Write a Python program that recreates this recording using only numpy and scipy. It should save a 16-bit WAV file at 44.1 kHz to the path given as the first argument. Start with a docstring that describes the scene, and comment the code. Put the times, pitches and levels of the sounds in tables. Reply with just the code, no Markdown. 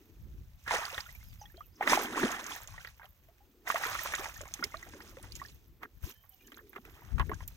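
"""A wet mesh net is hauled out of a river beside rocks: three big splashes of bubbles and spray,
then drips, plops and droplet ticks as it drains. Showers of short damped sines over coloured noise
make the splashes and a low slosh; single damped sines with noise bursts make the plops and ticks.
Low noise buffets the two microphone ports; gliding sines make far bird chirps, a few bubble notes
and a low falling wind whistle."""
import sys
import numpy as np
from scipy import signal
from scipy.fft import rfft, irfft, next_fast_len
from scipy.io import wavfile
from scipy.ndimage import map_coordinates

SR = 44100
rng = np.random.default_rng(int(sys.argv[2]) if len(sys.argv) > 2 else 0)


def unload_audio(sound):
    """Save the sound as a 16-bit wav file, at the path given as the first command line argument."""
    columns = np.transpose(np.atleast_2d(sound))
    # keep every value between -1 and 1, then stretch to whole-number steps
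    steps = np.round(np.clip(columns, -1, 1) * 32767)
    wavfile.write(sys.argv[1], SR, steps.astype(np.int16))


def nominal_scale(level):
    """Amplitude ratio for a level in decibels (scalar or array-like)."""
    x = np.asarray(level, float) / 20
    return 10 ** x


N = 333396

# colour of the low rush under the bubbles: f/Hz, level/dB
FROTH_COLOUR = [(120, -44), (200, -18.5), (327, -21.5), (436, -10), (1040, -5.5), (1410, -0.5), (1860, 4.5),
                (2410, -4.5), (3500, -19.5), (4550, -54), (7700, -120)]
# colour of the airborne droplets: f/Hz, level/dB
SPRAY_COLOUR = [(1470, -22), (2500, 1.5), (4580, -10), (5110, -5), (6650, -2), (7640, -12), (8880, -7),
                (10500, -19), (13600, -48), (22000, -120)]
# colour of the finest droplets: f/Hz, level/dB
FIZZ_COLOUR = [(6470, -34), (11000, -11.5), (12200, 5.5), (12900, 3), (15800, -5.5)]


def unit(x):
    """Scaled to rms 1."""
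    return x / np.sqrt(np.mean(x ** 2) + 1e-20)


def along(points, hz):
    """(f/Hz, value) points read on a log frequency axis."""
    f, v = np.transpose(points)
    return np.interp(np.log(hz + 1), np.log(f + 1), v)


def curves(rows):
    """One value per sample for each column after the time."""
    s, *cols = np.transpose(rows)
    return [np.interp(np.arange(N) / SR, s, c) for c in cols]


def wobble(rate):
    """A smooth random curve, rate knots a second."""
    knots = rng.standard_normal(int(N * rate / SR) + 4)
    return map_coordinates(knots, [np.arange(N) * rate / SR])


def filtered(x, response):
    """x times a complex response of frequency."""
    m = next_fast_len(N + 8192)
    return irfft(rfft(x, m) * response(np.fft.rfftfreq(m, 1 / SR)), m)[..., :N]


def coloured(x, spectrum):
    """x through a (f/Hz, level/dB) spectrum, at rms 1."""
    return unit(filtered(x, lambda hz: nominal_scale(along(spectrum, hz))))


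def sides(db):
    """Left and right gains for a left-right difference."""
    return nominal_scale(np.array([db / 2, -db / 2]))


def swells(s, db, rise_db_s, hold_s, sag_db_s, fall_db_s):
    """Summed power of events that build, hold while sagging, then die away, all straight in dB."""
    settings = (s, db, rise_db_s, hold_s, sag_db_s, fall_db_s)
    s, db, rise_db_s, hold_s, sag_db_s, fall_db_s = (np.reshape(v, (-1, 1)) for v in settings)
    knots = np.arange(0, N, 44) / SR
    u = knots - s
    build = rise_db_s * np.minimum(u, 0)
    sag = sag_db_s * np.clip(u, 0, hold_s)
    fall = fall_db_s * np.maximum(u - hold_s, 0)
    power = np.sum(nominal_scale(db + build - sag - fall) ** 2, axis=0)
    return np.interp(np.arange(N) / SR, knots, power)


def rings(s, db, hz, t60, rise, soft, size):
    """Damped sines, one per row; the pitch moves by a share of twice rise over each t60."""
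    t = np.arange(size) / SR
    s, db, hz, t60 = (np.asarray(v)[:, None] for v in (s, db, hz, t60))
    turns = hz * t * (1 + rise * t / t60)
    onset = 1 - np.exp(-t * hz / soft)  # soft: time constant in cycles
    wave = nominal_scale(db - 60 * t / t60) * onset * np.sin(2 * np.pi * turns)
    at = np.round(s * SR).astype(int) + np.arange(size)
    return np.bincount(at.ravel(), wave.ravel(), N + SR)[:N]


def grains(centre_hz, octaves, cycles, spread_db, count, size):
    """Two unrelated showers of small bubbles at random times, pitches and sizes."""
    def shower():
        when, pitch, big = rng.random(count), rng.standard_normal(count), rng.exponential(size=count)
        hz = np.clip(centre_hz * 2 ** (octaves * pitch), 150, 15500)
        db = spread_db * np.minimum(big, 3.6)  # no drop is huge
        db = db - db.mean()
        return rings(when * N / SR, db, hz, cycles / hz, rise=0.32, soft=0.24, size=size)
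    return unit(np.array([shower(), shower()]))


def ports(pair):
    """Adds the second of the pair to the left and takes it from the right, then delays and shades each port."""
    # likeness of the two ports: f/Hz, correlation/0-1
    alike = [(250, .98), (1000, .93), (3000, .68), (15000, .68)]
    # phase by which the left leads: f/Hz, lead/rad
    lead = [(100, 0), (1000, .4), (2000, 1.65), (3000, 3.5), (4000, 7.5), (5800, 12), (16000, 12.6)]
    # shading between the ports: f/Hz, left over right/dB
    tilt = [(60, 2), (110, -5.5), (200, 1), (380, -0.5), (700, 0), (1290, -6.5), (2380, 0), (4400, -10),
            (8120, 1), (15000, -11.5)]

    def turn(hz):
        return np.arccos(np.clip(along(alike, hz), 0, 1)) / 2

    def skew(hz):
        return sides(along(tilt, hz)) * np.exp(.5j * along(lead, hz) * [[1], [-1]])
    mid, side = filtered(pair, lambda hz: [np.cos(turn(hz)), np.sin(turn(hz))])
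    return filtered(np.array([mid + side, mid - side]), skew)


def hiss():
    """Far water and the microphone's own noise: a gently wavering noise bed, partly shared by the ports."""
    # colour of the bed: f/Hz, level/dB
    hiss_colour = [(290, -31.5), (500, -1), (603, -3.5), (3130, -11.5), (4430, -13), (6540, -15.5),
                   (10700, -23), (12500, -9), (15800, -9)]
    own, shared = rng.standard_normal((2, N)), rng.standard_normal(N)
    level_db = -71.5 + 0.96 * wobble(2.4)
    return nominal_scale(level_db) * coloured(own + 1.3 * shared, hiss_colour)


def gliding_tones():
    """Far bird chirps, a few bubble notes and a low falling wind whistle: soft-edged sines, echoing."""
    # faint gliding tones, the high ones likely far birds:
    # t/s, length/s, first f/Hz, last f/Hz, level before flutter, echo and trim/dB
    glides = [(1.25, .085, 5360, 4580, -66), (1.387, 0.034, 5000, 4730, -60.5),
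              (1.408, 0.022, 6840, 4900, -52), (1.415, 0.033, 3200, 2370, -64),
              (1.548, 0.062, 3130, 3360, -62), (1.612, 0.046, 3330, 2400, -66.5),
              (1.416, 0.043, 784, 860, -54), (1.718, 0.034, 4870, 4800, -70),
              (1.75, 0.019, 6600, 4630, -60), (4.754, 0.011, 1360, 2620, -52), (6.11, .14, 3110, 3130, -70),
              (6.145, 0.045, 1720, 1790, -65), (6.295, 0.07, 794, 750, -72),
              (6.297, 0.063, 3150, 2900, -72), (6.395, 0.013, 2860, 2950, -62.5),
              (6.405, 0.01, 2520, 2330, -57), (6.435, 0.037, 1770, 1670, -66),
              (6.445, 0.013, 2800, 3020, -59.5), (6.559, 0.23, 475, 329.5, -62)]
    tones, waver = np.zeros(N), 1 + .022 * wobble(120)  # unsteady pitch
    for s, length, first_hz, last_hz, db in glides:
        start = round(s * SR)
        hz = np.linspace(first_hz, last_hz, round(length * SR))
        hz = hz * waver[start:][:len(hz)]
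        tone = np.sin(2 * np.pi * np.cumsum(hz) / SR)
        tones[start:][:len(hz)] += nominal_scale(db) * np.hanning(len(hz)) ** .5 * tone
    t = np.arange(SR // 10) / SR
    banks = rng.standard_normal(len(t)) * nominal_scale(-60 * t / .12)  # scattered back by banks and reeds
    echo = signal.fftconvolve(tones, banks / np.linalg.norm(banks))[:N]
    return nominal_scale(-3) * (tones * nominal_scale(3 * wobble(90)) + echo)


def low_slosh():
    """Deep body of splashes and plops, and wavelets between them: big slow bubbles over a dull wash."""
    # colour of the wash: f/Hz, level/dB
    wash_colour = [(110, -36), (180, -12), (215, 1.5), (355, 1), (453, -10.5), (600, -36.5), (780, -70),
                   (1320, -120)]
    # swells of low water, from splashes, plops and wavelets:
    # t/s, level before the trim below/dB, build/(dB/s), hold/s, ebb/(dB/s)
    slosh_swells = [(0.01, -61.5, 100, 0.39, 200), (1.786, -65.5, 42, .01, 100),
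                    (1.884, -31.5, 288, 0.0044, 67), (2.21, -36, 128, .05, 146),
                    (2.303, -49.5, 99.5, 0.21, 300), (3.605, -62.5, 46, 0.41, 36),
                    (4.995, -55.5, 29.5, 0.16, 25), (5.833, -49, 601.5, 0.0062, 404),
                    (6.069, -53.5, 351.5, .005, 257), (6.465, -60.5, 143.5, 0.23, 11),
                    (7.204, -46.5, 156.5, 0.0031, 92)]
    calm_db = -83  # slosh between swells, before the trim
    glugs = grains(centre_hz=350, octaves=0.2574, cycles=31, spread_db=3.0, count=900, size=4000)
    wash = coloured(rng.standard_normal((2, N)), wash_colour)
    s, db, rise, hold_s, fall = np.transpose(slosh_swells)
    slosh = np.sqrt(swells(s, db, rise, hold_s, 0, fall) + nominal_scale(calm_db) ** 2)
    trim = nominal_scale(-4.5 + 1.3 * wobble(6.5))
    return slosh * trim * unit(glugs + nominal_scale(-0.5) * wash)


def wind():
    """Lumpy low pressure, mostly shared by the ports, with its own lumps and gusts at each."""
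    # colour of the buffeting: f/Hz, level/dB
    buffet_colour = [(13, -38.5), (22, -12.5), (38, 7.5), (59, 8), (90, 4), (166, -6.5), (250, -18),
                     (320, -23), (550, -120)]
    # slowly changing breeze at both ports: t/s, level/dB
    breeze_levels = [(0, -70), (0.5, -63), (1.4, -51.5), (1.7, -63), (2.5, -61), (3.1, -60.5), (3.55, -69),
                     (3.95, -55), (5.5, -57), (5.9, -66), (6.8, -66.5), (7.55, -67)]
    # gusts and hands rubbing near one port:
    # t/s, level/dB, left over right/dB, build/(dB/s), fall/(dB/s)
    gust_events = [(0.29, -45, 1.5, 80, 42), (0.69, -54.5, 4, 98, 52), (2.74, -49.5, 9, 121.5, 170),
                   (5.32, -55, 7.5, 49, 38.5), (6.069, -46, 12.5, 224.5, 902), (6.881, -53, -1, 178.5, 57),
                   (7.153, -40.5, 31, 280, 146), (7.21, -40.5, 31, 300, 200), (7.34, -38.5, 14, 71, 317),
                   (7.42, -46.5, 2, 200, 57)]
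    own, shared = rng.standard_normal((2, N)), rng.standard_normal(N)
    lumps = nominal_scale(3.4 * np.array([wobble(33), wobble(29)]))
    s, db, lean_db, rise, fall = np.transpose(gust_events)
    gusts = np.array([swells(s, db + side * lean_db / 2, rise, 0, 0, fall) for side in (1, -1)])
    breeze = nominal_scale(curves(breeze_levels)[0] + 0.84 * np.array([wobble(12), wobble(9)]))
    buffeting = unit(lumps * coloured(own + 1.7 * shared, buffet_colour))
    return np.sqrt(gusts + breeze ** 2) * buffeting


def thump():
    """A hand bumps the left port: a single push of air with a rebound on either side."""
    # the bump: t/s, peak level/dB, width/s
    bump = (6.043, -24, 0.0032)
    s, db, width = bump
    u = ((np.arange(N) / SR - s) / width) ** 2
    push = nominal_scale(db) * (u - 1) * np.exp(-u / 2)
    return np.outer([1, 0], push)  # left only


def pouring():
    """Gains of froth, spray and fizz: every load of water on top of the background spray."""
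    # loads of water leaving the net:
    # t/s, bubbling level/dB, pour/s, spray over bubbling/dB, fall/(dB/s)
    surges = [(0.675, -44.5, 0.07, -8.5, 200), (0.71, -33, 0.036, -9, 143.5), (0.8, -43.5, .19, -9.5, 300),
              (1.822, -39.5, .04, -10.5, 199), (1.877, -28, 0.058, -6.5, 153.5),
              (2.0, -42.5, 0.16, -7.5, 80), (2.164, -35, .1, -9, 98.5), (2.33, -43.5, .18, -9, 149.5),
              (2.498, -50.5, 0.0035, 6.5, 174.5), (2.62, -61.5, .28, -1, 500),
              (3.038, -54.5, 0.0064, -16, 501), (3.677, -40.5, 0.57, -3, 156), (3.97, -54, 0.0058, 3.5, 75),
              (4.34, -59.5, .7, 0.5, 62), (5.238, -56, 0.0052, -4, 260), (5.358, -66, 0.0039, 9.5, 96),
              (5.827, -51, 0.011, -16, 1001.5), (6.037, -59.5, 0.068, 5.5, 700), (6.85, -63, .25, -9, 20)]
    # background spray under and between the loads, and how fine it is:
    # t/s, spray level/dB, fizz over spray/dB
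    background = [(0, -75, -1), (0.6, -77.5, -3), (0.72, -46.5, -12), (1.1, -61.5, -3.5), (1.7, -78, 5),
                  (1.85, -70, -11), (2.9, -68, -7), (3.1, -79.5, 6), (3.65, -81, -11), (4.5, -68.5, -6),
                  (5.5, -66, -6), (5.75, -91, 5), (5.84, -91, 2), (6.05, -68.5, -1.5), (6.2, -76.5, 8.5),
                  (6.8, -73.5, 2), (7.26, -67.5, -5.5), (7.55, -65.5, -6)]
    rise_db_s, sag_db_s = 1001, 8.5  # onset, thinning while it pours
    spray_late_s = 0.0046  # the spray flies a moment after the froth begins
    mist_lingers = 0.93  # spray's rate of fall over the froth's
    background_froth_db = -8.5  # bubbling of the background over its spray
    s, db, pour_s, spray_db, fall = np.transpose(surges)
    background_db, fine_db = curves(background)
    froth = swells(s, db, rise_db_s, pour_s, sag_db_s, fall)
    froth = froth + nominal_scale(background_db + background_froth_db) ** 2
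    spray = swells(s + spray_late_s, db + spray_db, rise_db_s, pour_s, sag_db_s, mist_lingers * fall)
    spray = spray + nominal_scale(background_db) ** 2
    return np.sqrt(froth), np.sqrt(spray), np.sqrt(spray) * nominal_scale(fine_db)


def patter():
    """Stray drops at random moments, each a short broad snap with some body under it."""
    per_s, level_db, spread_db, t60_s = 35, -2, 3.5, 0.026  # level relative to the spray gain
    sizes_db = spread_db * np.minimum(rng.exponential(size=N), 2.5)
    hits = (rng.random(N) < per_s / SR) * nominal_scale(sizes_db)
    snaps = signal.lfilter([1], [1, -nominal_scale(-60 / (t60_s * SR))], hits)
    noise = rng.standard_normal((2, N))
    broad = coloured(noise, SPRAY_COLOUR) + nominal_scale(-1) * coloured(noise, FROTH_COLOUR)
    return pouring()[1] * nominal_scale(level_db) * snaps * broad


def ticks():
    """A droplet bursts: a few cycles at its own pitch and a broad snap, brightest for the smallest drops."""
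    # droplets striking water, mesh and stone: t/s, nominal level/dB, f/Hz
    droplets = [(0.853, -26, 4670), (0.945, -29, 3580), (0.9789, -30, 3440), (1.006, -30.5, 5040),
                (1.57, -46.5, 4120), (1.8962, -19.5, 5100), (2.2795, -28, 2970), (2.3172, -25, 6400),
                (2.4416, -31.5, 6460), (2.4656, -26.5, 6230), (2.5516, -32.5, 6300), (2.6192, -37.5, 7040),
                (2.6747, -31, 6550), (3.0552, -45, 2970), (4.1523, -22, 6700), (4.3417, -38, 6700),
                (4.3772, -36.5, 6550), (4.4136, -29, 6800), (4.4794, -39.5, 6580), (4.539, -20.5, 6400),
                (4.6403, -17.5, 5120), (4.7698, -38, 3960), (4.8281, -40.5, 6460), (4.889, -43, 6550),
                (5.0218, -43, 5030), (5.0945, -44, 6520), (5.228, -35.5, 9000), (5.321, -33.5, 4530),
                (5.3536, -29, 6600), (5.363, -32.5, 6760), (5.4388, -43, 4700), (5.4609, -40, 5280),
                (5.485, -44.5, 4400), (6.2934, -38, 12900), (6.473, -41.5, 6800), (6.5193, -42, 3060),
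                (6.567, -43.5, 6480), (6.695, -40, 13500), (6.7623, -50, 2400), (6.8515, -43, 2450),
                (7.1838, -39.5, 2410), (7.295, -42, 12900), (7.3438, -37.5, 6330), (7.4774, -26, 13500),
                (7.4788, -33, 7100)]
    s, db, hz = np.transpose(droplets)
    t = np.arange(1500) / SR
    snaps = np.zeros((2, N + len(t)))  # ordinary drops, finest drops
    for start, level, fine in zip(s, db, hz > 11000):
        snap = nominal_scale(level - 13.5 - 60 * t / 0.033) * (1 - np.exp(-t / 0.00099))
        snaps[int(fine), round(start * SR):][:len(t)] += snap
    noise = rng.standard_normal(N)
    spray, fizz = coloured(noise, SPRAY_COLOUR), coloured(noise, FIZZ_COLOUR)
    broad = snaps[0, :N] * (spray + nominal_scale(-8.0) * fizz) + snaps[1, :N] * nominal_scale(3.0) * fizz
    return broad + rings(s, db + 4.5, hz, 22 / hz, rise=0.036, soft=0.79, size=400)


def plops():
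    """A drop enters with a crack and a rough splat, a few small bubbles, and one main bubble whose note rises."""
    # single bubbles closing in the water: t/s, nominal level/dB, f/Hz, splat over bubble/dB
    bubbles = [(0.663, -36, 1610, -10), (0.678, -28, 1630, 2), (0.692, -26, 1720, -13),
               (0.709, -14, 880, -5.5), (0.741, -19.5, 498, -10), (0.944, -41, 640, -6),
               (0.98, -29.5, 1770, 2), (1.062, -42, 1360, -4), (1.09, -41, 1944, -17),
               (1.15, -45, 2250, -20), (1.21, -52, 2070, -11), (1.414, -40, 803, -9.5),
               (1.455, -51, 1810, -11), (1.456, -46, 3270, -10), (1.5, -54, 1710, -12),
               (1.542, -47.5, 341, -3.5), (1.577, -47, 640, -11), (1.607, -35, 1180, -15),
               (1.809, -14, 740, -12), (1.826, -20.5, 1770, -6), (1.875, -18, 1170, 1),
               (1.932, -5.5, 990, -10.5), (1.974, -10.5, 754, -10), (2.205, -28.5, 223, -15),
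               (2.231, -17, 312, -1), (2.562, -33, 1785, -6), (2.601, -50, 920, 2), (2.741, -44, 1054, -4),
               (2.78, -35.5, 1890, -5), (2.805, -46, 1510, -5), (2.848, -33, 1870, 0),
               (2.873, -42, 1840, 0.5), (2.996, -47.5, 860, 3.5), (3.017, -43.5, 1540, -6),
               (3.031, -46, 1850, 3.5), (3.043, -47, 725, -1), (3.285, -53.5, 640, -5),
               (3.405, -58, 780, -15), (3.674, -22.5, 1920, -13), (3.701, -12, 1080, -6.5),
               (3.744, -22, 646, -29), (3.757, -16.5, 1084, -3.5), (3.837, -18, 1900, -6),
               (3.951, -20, 1187, -5.5), (3.991, -24.5, 1810, -14), (4.058, -27.5, 1020, 2),
               (4.137, -32, 1550, 12.5), (4.194, -31.5, 350, 1), (4.257, -31, 830, -1),
               (4.363, -38.5, 1740, -22), (4.408, -36, 547, 0.5), (4.455, -44, 1030, 3.5),
               (4.466, -46, 2144, -13), (4.592, -36, 289, -2), (4.626, -20, 1370, -9),
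               (4.636, -23, 2030, -22), (4.64, -36, 370, -8), (4.72, -45, 2050, -14),
               (4.742, -39, 616, -26), (4.742, -27.5, 1143, -8.5), (4.828, -34.5, 1930, -10.5),
               (4.867, -48, 696, 4.5), (4.936, -41.5, 296, 1.5), (5.004, -44, 1640, 6.5),
               (5.17, -38, 495, -5.5), (5.398, -40.5, 1870, -15.5), (5.416, -29, 1067, -10.5),
               (5.45, -39, 1720, -11), (5.832, -35.5, 1200, 3), (6.237, -62, 1080, 7),
               (6.48, -57, 1700, 4.5), (6.52, -52.5, 1760, 13.5), (6.573, -46.5, 1530, 4.5),
               (6.59, -46, 1690, -7), (6.731, -46.5, 1650, 6), (6.763, -36.5, 358, 0),
               (6.76, -35.5, 1163, -3), (6.852, -50, 408, 4.5), (7.182, -41, 1170, 10.5),
               (7.197, -20, 1064, -4), (7.205, -19, 1024, -9.5), (7.294, -27, 385, -5),
               (7.316, -23, 1036, -11.5), (7.334, -37, 1530, -11), (7.406, -41, 985, -1.5)]
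    s, db, hz, splat_db = np.transpose(bubbles)
    # t60 of a 1 kHz bubble at -30 dB with a 0 dB splat; bigger ones ring longer
    ring_s, ring_pitch_power = 0.027, 0.42
    # loud or splashy entries break sooner
    ring_db_per_db, ring_db_per_splat_db = 0.315, 0.2343
    shortening_db = ring_db_per_db * (db + 30) + ring_db_per_splat_db * splat_db
    t60 = ring_s * (1000 / hz) ** ring_pitch_power * nominal_scale(-shortening_db)
    climb = .15 * (1000 / hz[:, None]) ** 0.55  # bigger bubbles climb more
    main = rings(s, db, hz, t60, rise=climb, soft=0.97, size=4000)

    late, pitch, size = np.moveaxis(rng.random((len(s), 5, 3)), 2, 0)  # five small bubbles each
    small_s = (s[:, None] + .028 * late).ravel()
    small_hz = (hz[:, None] * 2 ** (2.2 * pitch - .8)).ravel()
    small_db = ((db + splat_db)[:, None] - 9 * size).ravel()
    small = rings(small_s, small_db, small_hz, 12 / small_hz, rise=0.31, soft=0.62, size=1200)

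    # the surface breaks
    crack = rings(s, db + splat_db + 2, 1800 + 0 * s, .004 + 0 * s, rise=-0.25, soft=.3, size=300)
    t = np.arange(3000) / SR
    splats = np.zeros(N + len(t))
    for start, level in zip(s, db + splat_db):
        splats[round(start * SR):][:len(t)] += nominal_scale(level - 7.0 - 60 * t / 0.044)
    splat = splats[:N] * coloured(rng.standard_normal(N), FROTH_COLOUR)
    return main + small + splat + crack


def splash():
    """Froth of ringing bubbles over a rush; spray of short droplets over hiss; the finest fizz on top."""
    froth_gain, spray_gain, fizz_gain = pouring()
    bubbles = grains(centre_hz=1307, octaves=0.5875, cycles=30.0, spread_db=2.5, count=4000, size=900)
    drips = grains(centre_hz=1550, octaves=0.457, cycles=33, spread_db=3.5, count=800, size=1800)
    rush = coloured(rng.standard_normal((2, N)), FROTH_COLOUR)
    water = unit(bubbles + nominal_scale(-3) * rush + nominal_scale(-3) * drips)
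    drops = grains(centre_hz=5810, octaves=1.0, cycles=24, spread_db=6.0, count=6000, size=160)
    mist = coloured(drops + nominal_scale(6.5) * rng.standard_normal((2, N)), SPRAY_COLOUR)
    pricks = grains(centre_hz=13500, octaves=0.13, cycles=24, spread_db=8.5, count=2500, size=90)
    fine = coloured(pricks + nominal_scale(3.0) * rng.standard_normal((2, N)), FIZZ_COLOUR)
    surge = wobble(30)  # slops of water arrive in clumps that froth and spray together
    froth = froth_gain * nominal_scale(1.3 * surge + 2.05 * wobble(14)) * water
    spray = spray_gain * nominal_scale(1.1 * surge + 2.1 * wobble(50)) * mist
    fizz = fizz_gain * nominal_scale(1.5 * surge + 2.2 * wobble(30)) * fine
    return froth + spray + fizz


def scene():
    """All water reaches both ports; each single drop has a short echo, opposite in sign between them."""
    drops = plops() + ticks()
    echo = np.roll(drops, 170)  # about 4 ms later, off the rocks
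    water = splash() + patter() + low_slosh() + [drops, echo]
    return ports(water) + wind() + thump() + gliding_tones() + hiss()


def top_cut(x):
    """Nothing passes above the cut-off."""
    return signal.sosfilt(signal.butter(12, 16990, fs=SR, output="sos"), x)


def record(dry):
    """The camera's band limit: everything above top_hz drops by 30 dB."""
    top_hz = 15900
    mix = filtered(dry, lambda hz: nominal_scale(-30 * (hz > top_hz)))
    return top_cut(mix)


dry = scene()
out = record(dry)
unload_audio(out)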